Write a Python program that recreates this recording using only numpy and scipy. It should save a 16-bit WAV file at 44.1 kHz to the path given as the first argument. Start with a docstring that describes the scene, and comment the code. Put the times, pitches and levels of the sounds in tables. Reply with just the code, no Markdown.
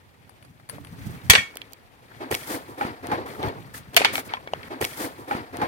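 """Paved yard: large bolt cutters snap two steel rods close to a stereo microphone that clips on the cracks.
Cracks are noise bursts plus ringing jaw modes, echoed by nearby walls; offcuts tick over the stones.
Between cuts, shoes and tool shuffle on the grit to the left: clumped noise through resonances.
Knocks are wavering tones, loose steel chinks are short modes. Shaped noise gives a low rumble that comes
and goes over a quiet outdoor floor. The shuffling passage is played a second time."""
import sys
import numpy as np
from scipy import signal
from scipy.fft import rfft, irfft
from scipy.io import wavfile
from scipy.ndimage import uniform_filter1d

SR = 44100
rng = np.random.default_rng(int(sys.argv[2]) if len(sys.argv) > 2 else 0)


def pcm_store(signal):
    """Save signal as 16-bit PCM."""
    levels = np.round(np.clip(np.atleast_2d(signal), -1, 1) * 32767)
    wavfile.write(sys.argv[1], SR, levels.astype(np.int16).T)


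N = 250047
T = np.arange(int(.5 * SR)) / SR  # time axis of one short event [s]
LEFT_LEAD_S = .00036

# blows on the cutter: (time [s], level [dB], treble [dB], ring [dB], share of free ring time [1])
BLOWS = [(1.2986, 4.5, 1.5, 0, 0.26), (1.305, 0, 4, 5.5, 0.13), (1.313, -7, -13, 1, 0.22),
         (1.3343, -1.5, -14, -21, 0.097), (1.3518, 2, -23, -6, 0.11), (1.358, -6, -29, -2, 0.27),
         (1.3782, -22.5, -32, 11.5, 0.54), (3.9648, 1.5, -1, -5, 0.17), (3.973, -4.5, -4, 2.5, 0.12),
         (3.999, -15, -27, -2, 0.048), (4.0176, -18.5, -25, 8, 0.11), (4.047, -0.5, -17, -24, 0.074),
         (4.0544, -10, -13, 1, 0.28)]


def cutter():
    """The rod parts with a crack; the jaws slam, rebound and ring."""
    out = np.zeros((2, N))
    for s, db, treble_db, ring_db, free in BLOWS:
        burst = ears(*crack(2900, treble_db, 0.035), 0.17, LEFT_LEAD_S, 0.93)
        blow = 0.54 * burst + undb(ring_db) * ring(treble_db, free)
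        add(out, s, undb(db) * blow)
    return out


# modes of the jaws: (frequency [Hz], relative level [dB], free t60 [s])
JAW_MODES = [(1410, -12, .13), (1840, -3, .24), (1960, -11, .2), (2235, -3, .45), (2335, -8, .3),
             (2550, -9, .2), (3265, -4, .28), (3410, -8, .15), (4455, -4, .24), (5780, -2, .09),
             (6565, -11, .2), (7125, -12, .15), (9685, -11, .15), (10990, -13, .2)]


def ring(treble_db, free, near_hz=1, focus_db_per_octave=0):
    """Jaw modes: dull blows reach the high ones less, loose joints flutter, light taps favour near_hz."""
    hz, db, t60 = np.transpose(JAW_MODES)[:, :, None]
    level_chance, phase_chance, place_chance = rng.standard_normal((3, len(JAW_MODES), 1))
    knots = np.linspace(0, T[-1], 80)
    flutter = np.array([np.interp(T, knots, c) for c in rng.standard_normal((len(JAW_MODES), 80))])
    dullness = min(treble_db, 0) * np.clip((hz - 3500) / 2000, 0, 1)
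    focus = focus_db_per_octave * np.abs(np.log2(hz / near_hz))
    db = db + dullness + level_chance + 3.9 * flutter - focus
    # contact with the stone damps most of the ring; a little sings on freely
    damped = np.exp(-np.log(1000) * T / (t60 * max(free, .03)))
    singing = undb(-10.5) * free * np.exp(-np.log(1000) * T / t60)
    envelope = undb(db) * (damped + singing) * (1 - np.exp(-T / 0.00047))
    left = envelope * np.exp(2j * np.pi * (hz * T + phase_chance))
    # each port hears the modes at its own time and from another part of the jaws
    right = left * np.exp(1j * (1.7 * place_chance - 2 * np.pi * hz * LEFT_LEAD_S))
    return np.array([left.imag.sum(0), right.imag.sum(0)]) / 3


def crack(hz, treble_db, t60):
    """Noise burst: broad body around hz, shorter hiss above; two unrelated draws."""
    body_shape = [(hz / 8, -13), (hz / 2, -3), (hz, 0), (hz * 1.32, -5), (hz * 2.22, -20), (22050, -60)]
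    draws = []
    for _ in range(2):
        body = colour(rng.standard_normal(len(T)), body_shape) * fade(t60, 0.00026)
        hiss = colour(rng.standard_normal(len(T)), GRIT_SPECTRUM) * fade(0.67 * t60, .0001)
        draws.append(body + undb(treble_db) * hiss)
    return draws


# spectrum of the echo from nearby walls: (frequency [Hz], density [dB per Hz])
ECHO_SPECTRUM = [(100, -3.5), (500, 2), (3000, -4.5), (8000, 0), (16000, -15.5)]
ECHO_DB, ECHO_T60_S = -12, 0.25


def wall_echo(cracks):
    """Nearby walls return the cracks: convolution with decaying noise, one draw per port."""
    echo = []
    for port in cracks:
        tail = colour(rng.standard_normal(len(T)), ECHO_SPECTRUM) * fade(ECHO_T60_S, 0.0028)
        tail = tail / np.sqrt(np.sum(tail ** 2))
        echo.append(signal.fftconvolve(port, tail)[:N])
    return undb(ECHO_DB) * np.array(echo)


# offcuts, grit and loose parts ticking on stone:
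# (time [s], level [dB], centre [Hz], treble [dB], jaw ring [dB], left bias [dB before PAN_SHARE])
TICKS = [(1.556, -43.5, 4360, 9.5, 9, -13), (1.5703, -24.5, 3200, 5, -3, -0.5),
         (1.617, -27, 3140, -15, 1, -17), (1.723, -47.5, 4360, 10.5, -0.5, 2.5),
         (1.7331, -34.5, 4340, 6, -4, -15), (2.3134, -28, 2268, 10, -16, 8),
         (2.3244, -14.5, 2420, -15, -18, -1), (2.3430, -14.5, 3260, -4.5, 2, 0.5),
         (2.349, -18, 2580, -6, -8, 14), (2.35, -14.5, 5000, 1, -7, 2), (3.07, -35.5, 3020, 6, -8, 14),
         (3.1183, -28, 1910, -4, -10, -6), (3.4294, -23, 2950, -7.5, -9, 1),
         (3.4852, -36.5, 1960, 4.5, -10, -1.5), (3.945, -28, 3430, -5, -1, 22),
         (4.1551, -9, 2970, -11, -2, 1.5), (4.1801, -13, 2370, -20, -3, -1), (4.293, -44, 2220, -30, 18, 3),
         (4.3369, -22, 3060, -44, 10.5, 11), (4.4742, -22.5, 2160, -54, -2, 1.5),
         (4.5352, -20, 2860, -44, -15, 6), (4.631, -29.5, 2730, -23, 4, 9)]
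PAN_SHARE = 0.72


def ticks():
    """Dry contacts that stir the steel briefly; the louder port is also the earlier one."""
    out = np.zeros((2, N))
    for s, db, hz, treble_db, ring_db, pan_db in TICKS:
        lead_s = LEFT_LEAD_S * np.clip(pan_db / 2, -.7, 1)
        burst = ears(*crack(hz, treble_db, 0.0087), 1.0, lead_s, PAN_SHARE * pan_db)
        steel = ring(treble_db, 0.15, hz, focus_db_per_octave=14.0)
        add(out, s, undb(db) * (burst + undb(ring_db) * steel))
    return out


# chinks as the handles load: (time [s], level [dB], ring [dB], click centre [Hz])
CHINKS = [(0.294, -36.5, -18, 1280), (0.4256, -42.5, -18, 2260), (0.449, -44.5, -14, 1530),
          (0.598, -40, -27, 1370), (0.69, -35, -12, 1900), (0.6964, -28.5, -8, 1870),
          (0.783, -31, -35, 805), (0.848, -36, -16, 2580), (0.8703, -36, -20.5, 1870),
          (1.07, -49, -28, 750)]
# modes of the small loose steel part: (frequency [Hz], relative level [dB], t60 [s])
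PART_MODES = [(1770, 1.5, 0.023), (4550, 4, 0.032), (8960, -8, 0.039), (10000, 6, 0.056), (10400, 3, 0.057)]


def chinks():
    """A loose part chinks on the left: a short click and a few clear, quickly fading modes."""
    out = np.zeros((2, N))
    hz, mode_db, t60 = np.transpose(PART_MODES)[:, :, None]
    for s, db, ring_db, click_hz in CHINKS:
        level_chance, phase_chance = rng.standard_normal((2, len(PART_MODES), 1))
        envelope = undb(mode_db + 2.0 * level_chance) * np.exp(-np.log(1000) * T / t60)
        modes = envelope * np.sin(2 * np.pi * (hz * T + phase_chance))
        click, other = crack(click_hz, ring_db + 5, 0.016)
        near = undb(ring_db) * modes.sum(0) + click
        add(out, s, undb(db) * ears(near, other, 0.6, LEFT_LEAD_S, 5.0))
    return out


# hollow knocks of soles and handles: (time [s], level [dB], pitch [Hz], length [s])
KNOCKS = [(0.727, -43.5, 287, 0.12), (1.006, -34, 144, 0.0071), (1.094, -27, 129, 0.011),
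          (1.296, -14.5, 92, 0.015), (1.337, -16.5, 492, 0.006), (1.559, -29, 524, 0.0019),
          (2.31, -20, 412, 0.011), (2.324, -16, 510, 0.0039), (2.810, -17, 825, 0.021),
          (2.85, -22, 288, 0.0072), (3.035, -37, 700, 0.059), (3.115, -19, 838, 0.029),
          (3.435, -18.5, 796, 0.0058), (3.969, -15, 697, 0.014), (4.008, -15, 490, 0.004),
          (4.016, -11.5, 800, 0.004), (4.048, -11.5, 845, 0.01), (4.137, -29.5, 605, 0.0075),
          (4.182, -19, 690, 0.0031), (4.369, -31.5, 1024, 0.013), (4.337, -16.5, 854, 0.0049),
          (4.474, -26.5, 540, 0.002), (4.535, -14.5, 686, 0.0035)]


def knocks():
    """A hollow, wavering tone held while the contact lasts, in a dull noise burst."""
    out = np.zeros((2, N))
    for s, db, hz, length_s in KNOCKS:
        rise = 1 - np.exp(-T / (0.082 * length_s))
        shape = rise * np.exp(-(T / max(length_s, .002)) ** 3.4)
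        waver = .03 * np.cumsum(rng.standard_normal(len(T)))
        burst, other = crack(1.69 * hz, -60.5, 3 * length_s)
        near = shape * np.sin(2 * np.pi * hz * T + waver) + undb(-4.5) * burst
        pan_db = -5.5 * max(np.log2(240 / hz), 0)  # the lowest are louder on the right
        add(out, s, undb(db) * ears(near, other, 0.84, LEFT_LEAD_S, pan_db))
    return out


# hollow resonances of the drag: (frequency [Hz], width [Hz], relative level [dB])
DRAG_MODES = [(260, 60, -5.5), (309, 132, -3.5), (398, 140, -4.5), (481, 220, -2), (694, 373, -5),
              (900, 590, 0.5)]
# rasp of stone: (frequency [Hz], density [dB per Hz])
RASP_SPECTRUM = [(600, -6), (1200, 9.5), (2000, 9.5), (2800, 0), (4500, -1.5), (7000, -23), (10000, -37)]
# hiss of fine grit, also in the cracks: (frequency [Hz], density [dB per Hz])
GRIT_SPECTRUM = [(2500, -6.5), (5000, -3.5), (7500, -4), (10000, -1), (13000, -3), (15000, -4), (16500, -8)]
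STEEL_DB = -8  # grit nicking the jaws, against the rasp gain


def shuffle():
    """Stick-slip contacts excite hollow drag and stone rasp; grit nicks the jaws and hisses above."""
    drag, rasp, grit = scuffing()
    hollow = [hollow_drag() for _ in range(2)]
    out = drag * ears(*hollow, 0.93, LEFT_LEAD_S, 0.36)
    stone = [colour(patches(610, count=9, scatter_db=5.0, length_s=.006), RASP_SPECTRUM) for _ in range(2)]
    out += rasp * ears(*stone, 0.33, LEFT_LEAD_S, 3.2) * undb(2.0)
    peaks = [(hz, 0.023 * hz, db - 10.0 * np.log2(hz / 2000)) for hz, db, _ in JAW_MODES[:9]]
    steel = [resonate(nicks(), peaks) for _ in range(2)]
    out += rasp * ears(*steel, 0.24, LEFT_LEAD_S, 1.5) * undb(STEEL_DB)
    hiss = [colour(grains(1.5, 0.0035), GRIT_SPECTRUM) for _ in range(2)]
    return out + grit * ears(*hiss, 0.02, LEFT_LEAD_S, 4.6) * undb(2.5)


def hollow_drag():
    """Each drag resonance is excited by its own clumped contacts; rms 1."""
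    return unit(sum(undb(db) * resonate(grains(3.84, .01), [(hz, width, 0)]) for hz, width, db in DRAG_MODES))


def patches(lo_hz, count, scatter_db, length_s):
    """Half-octave bands, each clumping on its own: a scrape wanders over many small resonances."""
    bands = lo_hz * 2 ** (np.arange(count) / 2)
    return sum(np.sqrt(hz) * resonate(grains(scatter_db, length_s), [(hz, hz / 1.9, 0)]) for hz in bands)


NICKS_PER_S = 300


def nicks():
    """Grains of grit nick the jaws: clicks at random times, a few much louder than the rest."""
    hits = rng.random(N) < NICKS_PER_S / SR
    return hits * undb(4.4 * rng.exponential(size=N)) * np.sign(rng.standard_normal(N))


# faint scraping between scuffs: (time [s], drag level [dB])
SCRAPING = [(0.66, -63.5), (0.98, -52), (1.05, -49.5), (1.42, -52), (1.65, -55), (1.9, -63.5), (2.15, -54),
            (2.75, -53.5), (3.015, -54.5), (3.06, -90), (3.6, -54), (3.9, -57), (4.4, -60.5), (4.69, -45.5)]
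SCRAPING_RASP_DB, SCRAPING_GRIT_DB = -2.5, -12.5  # against the drag
# scuffs on the stone: (time of full strength [s], hold [ms], drag release [ms per 20 dB, at least 10],
# drag [dB], rasp [dB], grit [dB])
SCUFFS = [(0.698, 61, 69, -55, -52.5, -59), (2.214, 17, 125, -34, -43, -60.5),
          (2.318, 18, 61, -30, -35, -37), (2.36, 42, 499, -47, -44.5, -45),
          (2.475, 23, 50, -39.5, -43.5, -42), (2.503, 49.3, 94, -31, -38.5, -39),
          (2.684, 27, 102, -42, -60, -58), (2.786, 42, 27, -34.5, -45.5, -53.5),
          (2.815, 59, 132, -31.5, -39.5, -54), (3.035, 40, 476, -38, -46.5, -59.5),
          (3.092, 19, 237, -33, -47, -69), (3.123, 7.1, 168, -26, -36.5, -54),
          (3.265, 56, 423, -40, -47.5, -54), (3.399, 31, 27, -33.5, -46, -61),
          (3.434, 15.5, 158, -28, -37, -57), (3.747, 34, 59, -48.5, -45, -44.5),
          (3.939, 58, 901, -40.5, -47, -54), (4.032, 11, 233, -35.5, -34.5, -61),
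          (4.136, 61.4, 45, -38, -37.5, -37.5), (4.255, 24, 22, -44, -57, -50.5),
          (4.293, 64, 50, -47, -44, -63), (4.547, 12, 146, -45.5, -49, -81)]
SCUFF_RISE_MS = 13  # over the last 20 dB, steep at first, then rounded
RASP_RELEASE, GRIT_RELEASE = 0.75, 0.56  # shares of the drag release


def scuffing():
    """Gains of drag, rasp and grit: each scuff rises, holds and releases over the faint scraping."""
    t = np.arange(N) / SR
    power = (curve(SCRAPING)[0] * undb([[0], [SCRAPING_RASP_DB], [SCRAPING_GRIT_DB]])) ** 2
    share = np.array([[1], [RASP_RELEASE], [GRIT_RELEASE]])
    for s, hold_ms, release_ms, *db in SCUFFS:
        near = slice(int((s - .2) * SR), int((s + .8) * SR))
        after_ms = 1000 * (t[near] - s)
        rise = np.maximum(-after_ms, 0) / SCUFF_RISE_MS
        fall = np.maximum(after_ms - hold_ms, 0) / (max(release_ms, 10) * share)
        power[:, near] += undb(np.array(db)[:, None] - 20 * (rise ** 2 + fall)) ** 2
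    return np.sqrt(power)


# low bumps: (time [s], level [dB])
BUMPS = [(0.0, -56.5), (0.57, -56), (0.68, -51), (0.73, -41), (0.88, -45), (1.0, -41), (1.12, -31.5),
         (1.21, -48), (1.31, -27.5), (1.48, -54.5), (1.9, -64), (2.15, -53), (2.3, -51), (3.01, -55),
         (3.5, -41), (3.85, -50.5), (4.42, -52.5), (4.69, -44)]
# rumble: (frequency [Hz], density [dB per Hz])
RUMBLE_SPECTRUM = [(25, -25), (50, -5.5), (100, 7), (150, 3.5), (290, -4.5), (450, -34)]
SCUFF_RUMBLE_DB = -11  # rumble that a scuff sets off, against its drag


def rumble():
    """Low noise in bumps, partly set off by scuffs; only partly alike at the ports, a touch more right."""
    gain = np.hypot(curve(BUMPS)[0], undb(SCUFF_RUMBLE_DB) * scuffing()[0])
    noise = [colour(grains(5.14, .02), RUMBLE_SPECTRUM) for _ in range(2)]
    return gain * ears(*noise, 0.62, LEFT_LEAD_S, -0.5)


# outdoor floor: (frequency [Hz], density [dB per Hz])
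YARD_SPECTRUM = [(25, -4), (48, -4), (123, -4.5), (236, -11.5), (863, -10), (1330, -21), (2480, -17),
                 (6380, -31), (14800, -32.5), (16000, -50.5)]
YARD_DB = -57


def yard():
    """Quiet outdoor floor of clumped noise, slightly from the left."""
    noise = [colour(grains(4.5, 0.017), YARD_SPECTRUM) for _ in range(2)]
    return undb(YARD_DB) * ears(*noise, 0.2, LEFT_LEAD_S, 1.3)


def undb(db):
    """Gain of a dB value."""
    return 10 ** (np.asarray(db) / 20)


def unit(x):
    """Scaled to rms 1."""
    return x / np.sqrt(np.mean(x ** 2))


def colour(x, points):
    """Shapes x by (Hz, dB) points, 90 dB down below the first; rms 1."""
    hz, db = np.transpose(points)
    f = np.arange(len(x) // 2 + 1) * SR / len(x) + 1  # +1 Hz avoids log(0)
    gain = undb(np.interp(np.log(f), np.log(hz), db, left=-90))
    return unit(irfft(rfft(x) * gain, len(x)))


def resonate(x, peaks):
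    """Sum of (Hz, width Hz, dB) resonances, each applied twice for steep skirts; rms 1."""
    out = 0
    for hz, width, db in peaks:
        b, a = signal.iirpeak(hz, hz / width, SR)
        once = signal.lfilter(b, a, x)
        out = out + undb(db) * signal.lfilter(b, a, once)
    return unit(out)


def grains(scatter_db, length_s):
    """Dense contacts in clumps: noise whose level wanders at random, smoothed over length_s."""
    hold = max(int(length_s * SR), 1)
    steps = undb(scatter_db * rng.standard_normal(N // hold + 1))
    size = np.repeat(steps, hold)[:N]
    return uniform_filter1d(size, hold) * rng.standard_normal(N)


def fade(t60, rise_s):
    """Quick rise, then exponential decay."""
    return np.exp(-np.log(1000) * T / max(t60, .003)) * (1 - np.exp(-T / rise_s))


def curve(table):
    """Gains over time from (s, dB, ..) rows."""
    s, *columns = np.transpose(table)
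    return [undb(np.interp(np.arange(N) / SR, s, c)) for c in columns]


def ears(x, other, likeness, lead_s, pan_db):
    """One source at two ports: the far one hears it later, partly by another path; plus is left."""
    far = likeness * x + np.sqrt(1 - min(likeness, 1) ** 2) * other
    lag = int(abs(lead_s) * SR)
    far = np.concatenate([np.zeros(lag), far[:len(far) - lag]])
    pair = np.array([x, far] if lead_s >= 0 else [far, x])
    return pair * undb([[pan_db / 2], [-pan_db / 2]])


def add(out, s, x):
    """Mixes x into out from time s."""
    i = int(s * SR)
    out[:, i:i + x.shape[1]] += x[:, :N - i]


REPEAT_FROM_S, REPEAT_AT_S = 2.185, 4.685


def scene():
    """All layers summed; the shuffling passage returns unchanged at the end."""
    cracks = cutter()
    contacts = ticks() + chinks() + knocks() + shuffle()
    out = cracks + wall_echo(cracks) + contacts + rumble() + yard()
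    a, b = int(REPEAT_FROM_S * SR), int(REPEAT_AT_S * SR)
    return np.concatenate([out[:, :b], out[:, a:a + N - b]], axis=1)


TOP_HZ, BASS_HZ = 16100, 38


def record(dry):
    """The deepest bass is cut, the cracks overload the input, then the top is cut."""
    bass = signal.butter(2, BASS_HZ, "high", fs=SR, output="sos")
    top = signal.ellip(8, .2, 60, TOP_HZ, fs=SR, output="sos")
    overloaded = np.clip(signal.sosfilt(bass, dry), -1, 1)
    return np.clip(signal.sosfilt(top, overloaded), -1, 1)


dry = scene()
out = record(dry)
pcm_store(out)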